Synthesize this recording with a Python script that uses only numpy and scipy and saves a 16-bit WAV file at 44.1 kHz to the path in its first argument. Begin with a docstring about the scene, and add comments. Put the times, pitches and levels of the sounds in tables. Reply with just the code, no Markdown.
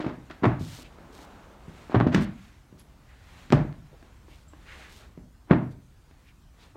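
"""Two men flip heavy carpets in a showroom. Cloth slaps down at once, and a carpet falls flat near 0.5 s:
in a quick run of contacts trapped air thumps, the backing slaps, the edge cracks, and the room answers.
Fringes swish, feet step softly and cloth drags and rustles until a double fall around 2 s. Another
lands at 3.5 s; a shoe scuff, steps, pulls and scrapes of the backing lead to the last fall at 5.5 s.
The scene ends on a few light pulls and a small slap, over the low room rumble heard throughout."""
import sys
import numpy as np
from scipy import signal
from scipy.fft import rfft, irfft, next_fast_len
from scipy.io import wavfile
from scipy.ndimage import uniform_filter1d, map_coordinates

SR = 44100
rng = np.random.default_rng(int(sys.argv[2]) if len(sys.argv) > 2 else 0)


def int16_out(signal):
    """Quantize to a 16-bit WAV file."""
    q = np.round(np.clip(np.atleast_2d(signal).T, -1, 1) * 32767)
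    wavfile.write(sys.argv[1], SR, q.astype(np.int16))


N = 298461
TIME = np.arange(N) / SR


# carpet hits, one per stretch meeting the floor: t/s, thump/dB, slap/dB, edge crack/dB, length/s
CARPET_HITS = [(.001, -33, -35.5, -43, 0.035), (.043, -35, -34.5, -52, 0.023),
               (.064, -27, -39, -48.5, 0.012), (.079, -31.5, -39, -51, .05), (.299, -60, -43, -53, 0.023),
               (.31, -52, -78, -47.5, 0.0084), (.424, -32.5, -53.5, -77, 0.014),
               (.435, -28, -32, -61, 0.0015), (.438, -22.5, -31.5, -48, 0.0036),
               (.443, -25, -20.5, -55, 0.009), (.454, -32, -21, -39.5, 0.0057),
               (.61, -28.5, -61, -69, 0.08), (1.897, -40.5, -35.5, -48, 0.1),
               (1.945, -18.5, -22, -47, 0.021), (2.002, -36, -26, -47, 0.0012),
               (2.009, -19.5, -27, -64, 0.015), (2.067, -16.5, -33, -45, 0.024),
               (2.119, -44, -28.5, -36, 0.11), (2.146, -21.5, -30, -27.5, 0.0055),
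               (2.173, -20.5, -51.5, -45, 0.01), (3.504, -33.5, -55.5, -45, 0.0014),
               (3.524, -18.5, -22, -30.5, 0.0036), (3.529, -17, -23, -43, 0.0091),
               (3.574, -25, -45, -56, .015), (3.727, -52, -72, -59.5, 0.0022),
               (5.51, -12.5, -24, -66, 0.011), (5.516, -22, -24.5, -53.5, 0.023),
               (5.524, -30, -30, -54, 0.036), (6.757, -52.5, -39.5, -72, 0.059)]
def landings():
    """The carpet slaps down stretch by stretch; after each full fall its loose folds patter down."""
    folds = [(s + 0.034, db - 21.5, db - 22, db - 42, 0.052) for s, _, db, _ in FLAT_FALLS]
    return contacts(CARPET_HITS + folds, ring_db=-38, thump_room_db=-9.5, patter_room_db=-7.5)


# body of a whole carpet falling flat on its air cushion: t/s, f/Hz, level/dB, t60/s
FLAT_FALLS = [(.463, 120.3, -17.5, 0.11), (1.958, 115.2, -15.5, 0.17), (2.148, 195.4, -16.5, 0.25),
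              (3.537, 141.6, -13, 0.085), (5.511, 176, -20.5, .05)]
def cushions():
    """The trapped air drums in two modes and rebounds once, and the floor booms below."""
    drums = []
    for s, hz, db, t60 in FLAT_FALLS:
        drums += [(s, hz, db, t60),
                  (s - 0.00764, hz * 1.616, db - 10.5, 0.079),  # the second mode speaks sooner
                  (s + 0.062, hz * 1.15, db - 9.5, t60),  # the thinner cushion drums again, higher
                  (s, 53, db - 16.5, 0.3)]  # the floor gives under the weight
    return rings(drums, attack_s=0.0064, rough=0.05, room_db=-13.5)


# tone of the backing's slap: f/Hz, relative level/dB
SLAP_EQ = [(100, -39.5), (300, 11.5), (470, -8.5), (650, -1), (1100, -4.5), (1750, -10), (2400, -18),
           (4000, -32), (5500, -50), (9000, -59.5), (16000, -79)]
def contacts(rows, ring_db, thump_room_db, patter_room_db):
    """Each contact thumps, slaps, cracks and wakes the room; more trapped air makes a slower push."""
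    out, t = np.zeros(N), np.arange(-SR // 20, SR // 3) / SR
    backing = blow(two_faced(causal(SLAP_EQ), delay_s=0.00399, share=0.047))
    for s, thump_db, slap_db, crack_db, length_s in rows:
        push_s = 0.0008 * 2 ** ((thump_db - slap_db) / 22)
        edge = edge_colour(crack_db)
        low = amp(thump_db) * thump(t, push_s, ring_db)
        slap = patter(t, length_s, backing, snap_s=0.005, grain_db=6, lead_db=-18, lead_s=0.008)
        crack = patter(t, length_s, edge, snap_s=0.0035, grain_db=2, lead_db=-27, lead_s=0.007)
        add(out, s + t[0], amp(slap_db) * slap + amp(crack_db) * crack - low)
        add(out, s + t[0], amp(thump_room_db) * signal.fftconvolve(low, room_tail(build_s=0.0074)))
        send = amp(patter_room_db) * (amp(slap_db) * backing + amp(crack_db) * edge)
        # a longer contact fills the room more gradually
        add(out, s, signal.fftconvolve(send, room_tail(build_s=0.0018 + length_s / 2)))
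    return out


# ring of the floor and the air above it: f/Hz, relative level/dB, t60/s
FLOOR_MODES = [(50.5, -44.5, 0.69), (93, -7, 0.13), (126.8, -16.5, 0.52), (155.8, -4, 0.092),
               (183, -16.5, 0.22), (245.8, -6, 0.14), (297.7, -6.5, 0.068), (361.5, -17.5, 0.19),
               (604, -12, 0.22), (966, -22.5, 0.078)]
def thump(t, push_s, ring_db):
    """Air squeezed from under the cloth: a soft push and its rebound set the floor ringing."""
    u = np.maximum(t, 0) / push_s
    push = np.gradient(np.gradient(u ** 4 * np.exp(-2 * u)))
    age = t - t[0]
    modes = sum(amp(db - 60 * age / t60) * np.cos(2 * np.pi * hz * age) for hz, db, t60 in FLOOR_MODES)
    return blow(push + amp(ring_db) * signal.fftconvolve(push, modes)[:len(t)])


def patter(t, length_s, colour, snap_s, grain_db, lead_db, lead_s):
    """Air rushes from the closing gap, then patches of cloth touch down; a short contact is one snap."""
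    patches = np.repeat(rng.standard_normal(len(t)), SR // 1000)[:len(t)]
    u = np.maximum(t, 0) / length_s
    settle = (1 - np.exp(-8 * u)) * np.exp(-2 * u)
    rush = amp(lead_db) * np.exp(-np.abs(t) / lead_s)
    touches = rng.standard_normal(len(t)) * amp(grain_db * patches) * (settle + rush)
    snap = np.diff(t > 0, prepend=False) * (snap_s / length_s) ** 2
    return blow(signal.fftconvolve(touches / np.linalg.norm(touches) - snap, colour)[:len(t)])


def two_faced(sound, delay_s, share):
    """The carpet's far face radiates in opposite phase, and its sound arrives a little later."""
    t = np.arange(len(sound)) / SR
    return sound - share * np.interp(t - delay_s, t, sound, left=0)


# bite of the bound edge: f/Hz, relative level/dB
CRACK_EQ = [(400, -7.5), (1500, 14.5), (2800, 5), (4200, 1), (6500, -9.5), (9000, -20), (10400, -31),
            (12000, -27.5), (16000, -40.5)]
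def edge_colour(crack_db):
    """The harder the edge whips the floor, the brighter it cracks."""
    tilt = np.clip(0.45 * (crack_db + 38), -5, 5)  # dB per octave above 4500 Hz
    return blow(causal([(hz, db + tilt * max(np.log2(hz / 4500), 0)) for hz, db in CRACK_EQ]))


# pull cues: middle t/s, half-width/s, drag/dB, rustle/dB
PULL_CUES = [(0.33, 0.75, -60, -66), (0.75, 0.2, -64, -55), (1.265, 1, -51, -62.5),
             (1.812, 0.24, -54.5, -56.5), (2.444, 0.23, -66, -59.5), (2.945, 1, -64.5, -71.5),
             (3.389, 0.31, -59.5, -56), (4.09, 1, -64, -67), (4.795, 0.26, -55.5, -52.5),
             (5.023, 0.12, -56, -60), (6.158, 0.45, -73.5, -71.5), (6.641, 0.11, -59.5, -60)]
# dark drag and bright rustle: f/Hz, relative level/dB
DRAG_EQ = [(80, -11.5), (200, 2.5), (400, -1.5), (900, -3.5), (1500, -9), (3000, -26.5), (8000, -42.5)]
RUSTLE_EQ = [(500, -6.5), (1400, 7), (2200, 6), (4200, 0), (5000, -6), (7000, -5.5), (10300, -15.5),
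             (12000, -17.5), (16000, -22)]
def pulls():
    """Each pull swells and fades: carpet drags over carpet while its pile and the men's sleeves rustle."""
    drag, rustle = np.zeros(N), np.zeros(N)
    for s, width_s, drag_db, rustle_db in PULL_CUES:
        speed = np.exp(-2 * np.abs((TIME - s) / width_s) ** 1.33)  # a fairly pointed swell
        drag = np.hypot(drag, amp(drag_db) * speed)
        rustle = np.hypot(rustle, amp(rustle_db) * speed)
    drag *= noise(DRAG_EQ, patchy_db=1)
    shimmer = amp(0.8 * wobble(70))
    return drag + rustle * shimmer * noise(RUSTLE_EQ, patchy_db=1)


# footfalls: t/s, heel thump/dB, sole slap/dB, click/dB
FOOTFALLS = [(0.788, -49, -53, -71), (.986, -51, -56.5, -68), (1.19, -57, -52.5, -60),
             (1.681, -41.5, -68.5, -91), (2.726, -48, -62.5, -89), (4.027, -59, -57, -61.5),
             (4.246, -79, -70, -85), (4.283, -58, -57, -77), (4.535, -62, -52, -69),
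             (5.176, -42, -56.5, -73), (6.111, -63, -64.5, -68.5)]
def steps():
    """Soft shoes: a dull heel, a brief slap of the sole and a small click."""
    sole_contact_s = 0.0048
    rows = [(*step, sole_contact_s) for step in FOOTFALLS]
    return contacts(rows, ring_db=-39, thump_room_db=-5.5, patter_room_db=-5.5)


# fringe sweeps: start t/s, length/s, level/dB
SWISH_CUES = [(0.594, 0.24, -50.5), (0.676, .13, -62), (1.125, 0.13, -56.5), (2.207, .042, -49),
              (2.779, 0.047, -60), (4.268, 0.17, -65), (4.894, 0.13, -55.5), (5.707, 0.023, -63.5)]
# airy top of the threads: f/Hz, relative level/dB
FRINGE_EQ = [(1000, -3.5), (2500, 4), (3800, 8), (7000, 2), (9000, -0.5), (10400, -7.5), (12000, -4),
             (16000, -12.5)]
def swishes():
    """Fringes brush past in bright strokes, with single threads flicking out of the hiss."""
    level = np.zeros(N)
    for s, length_s, db in SWISH_CUES:
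        arch = np.sin(np.linspace(0, np.pi, int(length_s * SR)))
        add(level, s, amp(db + 3.5 * (arch - 1.5)))
    impulses = (rng.random(N) < 500 / SR) * rng.laplace(size=N)  # about 500 flicks a second
    flicks = signal.fftconvolve(impulses, causal(FRINGE_EQ))[:N]
    threads = unit(noise(FRINGE_EQ, patchy_db=-1) + 0.58 * unit(flicks))
    shimmer = amp(0.8 * wobble(60))
    return uniform_filter1d(level, size=200) * shimmer * threads


# short scrapes of the stiff backing, and one low squeaky shoe scuff near 3.9 s:
# middle t/s, half-width/s, centre f/Hz, level/dB
RASP_CUES = [(0.856, 0.033, 2650, -56), (3.124, .077, 1840, -60), (3.939, 0.034, 490, -54.5),
             (4.331, 0.06, 2460, -61.5), (4.715, 0.062, 1810, -47.5), (4.83, 0.1, 1930, -53.5),
             (6.286, .041, 2280, -60.5), (6.629, 0.052, 3520, -61.5)]
def rasps():
    """Each scrape or scuff is a brief, grainy band of friction noise around its own pitch."""
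    out = np.zeros(N)
    for s, width_s, hz, db in RASP_CUES:
        band = [(hz * 2.0 ** octave, -15.5 * abs(octave)) for octave in range(-3, 4)]
        swell = np.exp(-2 * ((TIME - s) / width_s) ** 2)
        out += amp(db) * swell * noise(band, patchy_db=-1)
    grain = amp(0.42 * wobble(98) + 1.2 * wobble(38))
    return out * grain


# tiny bright accents: t/s, f/Hz, level/dB, t60/s
TICK_CUES = [(2.795, 11000, -61, 0.034), (4.482, 7570, -63, 0.11)]
def ticks():
    """Small hard things tick with a brief, rough ring."""
    return rings(TICK_CUES, attack_s=0.0004, rough=0.35, room_db=-5)


# showroom reverb time: f/Hz, t60/s
ROOM_DECAY = [(60, 0.69), (130, 0.57), (300, 0.38), (1000, 0.39), (2500, 0.41), (5000, 0.3), (12000, 0.18)]
def room_tail(build_s):
    """A fresh diffuse echo of energy 1: it builds as the walls answer, and the treble dies first."""
    hz, t, z = signal.stft(rng.standard_normal(SR * 3 // 4), SR, nperseg=512)
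    decay = amp(-60 * t / along(ROOM_DECAY, hz)[:, None])
    tail = signal.istft(z * decay, SR, nperseg=512)[1]
    tail *= 1 - np.exp(-(np.arange(len(tail)) / SR / build_s) ** 2)
    return tail / np.linalg.norm(tail)


# room tone, low bed and faint air: f/Hz, relative level/dB
RUMBLE_EQ = [(15, -24.5), (30, -10.5), (40, 5.5), (52, 9), (75, -4.5), (130, -7.5), (250, -21), (450, -34),
             (1500, -43.5), (4000, -93)]
HISS_EQ = [(60, 3.5), (250, 5), (450, -7.5), (1000, -6), (2500, -15), (6000, -17.5), (9000, -20.5),
           (10300, -23.5), (12000, -23.5), (16000, -25.5)]
def room_tone():
    """An uneven low rumble and a steady faint hiss fill the hall."""
    sway = amp(1.2 * wobble(5))
    return amp(-53) * sway * noise(RUMBLE_EQ) + amp(-62.5) * noise(HISS_EQ, patchy_db=2.5)


def rings(rows, attack_s, rough, room_db):
    """Single damped resonances with a wandering phase, and their echo."""
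    out, t = np.zeros(N), np.arange(SR // 3) / SR
    for s, hz, db, t60 in rows:
        drift = rough * np.cumsum(rng.standard_normal(len(t))) * np.sqrt(hz / SR)
        envelope = amp(-60 * t / t60) * (1 - np.exp(-t / attack_s))
        ring = amp(db) * blow(np.sin(2 * np.pi * hz * t + drift) * envelope)
        add(out, s, ring)
        add(out, s, amp(room_db) * signal.fftconvolve(ring, room_tail(build_s=0.011)))
    return out


def noise(spectrum, patchy_db=0):
    """Coloured noise of rms 1; its bands swell and fade in small random patches."""
    hz, _, z = signal.stft(rng.standard_normal(N), SR, nperseg=1024)
    patches = uniform_filter1d(rng.standard_normal(z.shape), size=5, axis=0)
    patches = uniform_filter1d(patches, size=5, axis=1)
    gain = amp(along(spectrum, hz)[:, None] + patchy_db * unit(patches))
    return unit(signal.istft(z * gain, SR, nperseg=1024)[1][:N])


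def causal(spectrum, size=2048):
    """The tightest impulse response with this spectrum (minimum phase)."""
    gain = amp(along(spectrum, np.fft.rfftfreq(size, 1 / SR)))
    cepstrum = irfft(np.log(gain))
    cepstrum[1:size // 2] *= 2
    cepstrum[size // 2 + 1:] = 0
    return irfft(np.exp(rfft(cepstrum)))


def wobble(rate):
    """A smooth random curve, rate knots a second."""
    return map_coordinates(rng.standard_normal(int(N * rate / SR) + 4), [TIME * rate])


def along(points, hz):
    """Read a curve of (f/Hz, value) points on a log axis."""
    f, v = np.transpose(points)
    return np.interp(np.log(hz + 1), np.log(f + 1), v)


def amp(db):
    """Decibels to gain."""
    return 10 ** (np.asarray(db) / 20)


def unit(x):
    """Scale to rms 1."""
    return x / np.sqrt(np.mean(x ** 2) + 1e-20)


def blow(x):
    """Scale a hit to the energy of 20 ms at rms 1."""
    return x / np.sqrt(np.sum(x ** 2) / (0.02 * SR) + 1e-20)


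def add(track, s, sound):
    """Mix a sound into the track at time s."""
    at = round(s * SR) + np.arange(len(sound))
    inside = (at >= 0) & (at < N)
    track[at[inside]] += sound[inside]


def scene():
    """Landings, steps and cloth over the quiet showroom, in mono."""
    hits = ticks() + landings() + cushions() + steps()
    return (hits + pulls() + swishes() + rasps() + room_tone())[None]


def record(dry):
    """A low cut at 34 Hz sheds the deepest bass; a brick wall tops the mix at 15.9 kHz."""
    lean = signal.sosfilt(signal.butter(3, 34, "highpass", fs=SR, output="sos"), dry)
    size = next_fast_len(N + 8192)
    passband = np.fft.rfftfreq(size, 1 / SR) < 15900
    return irfft(rfft(lean, size) * passband, size)[:, :N]


dry = scene()
out = record(dry)
int16_out(out)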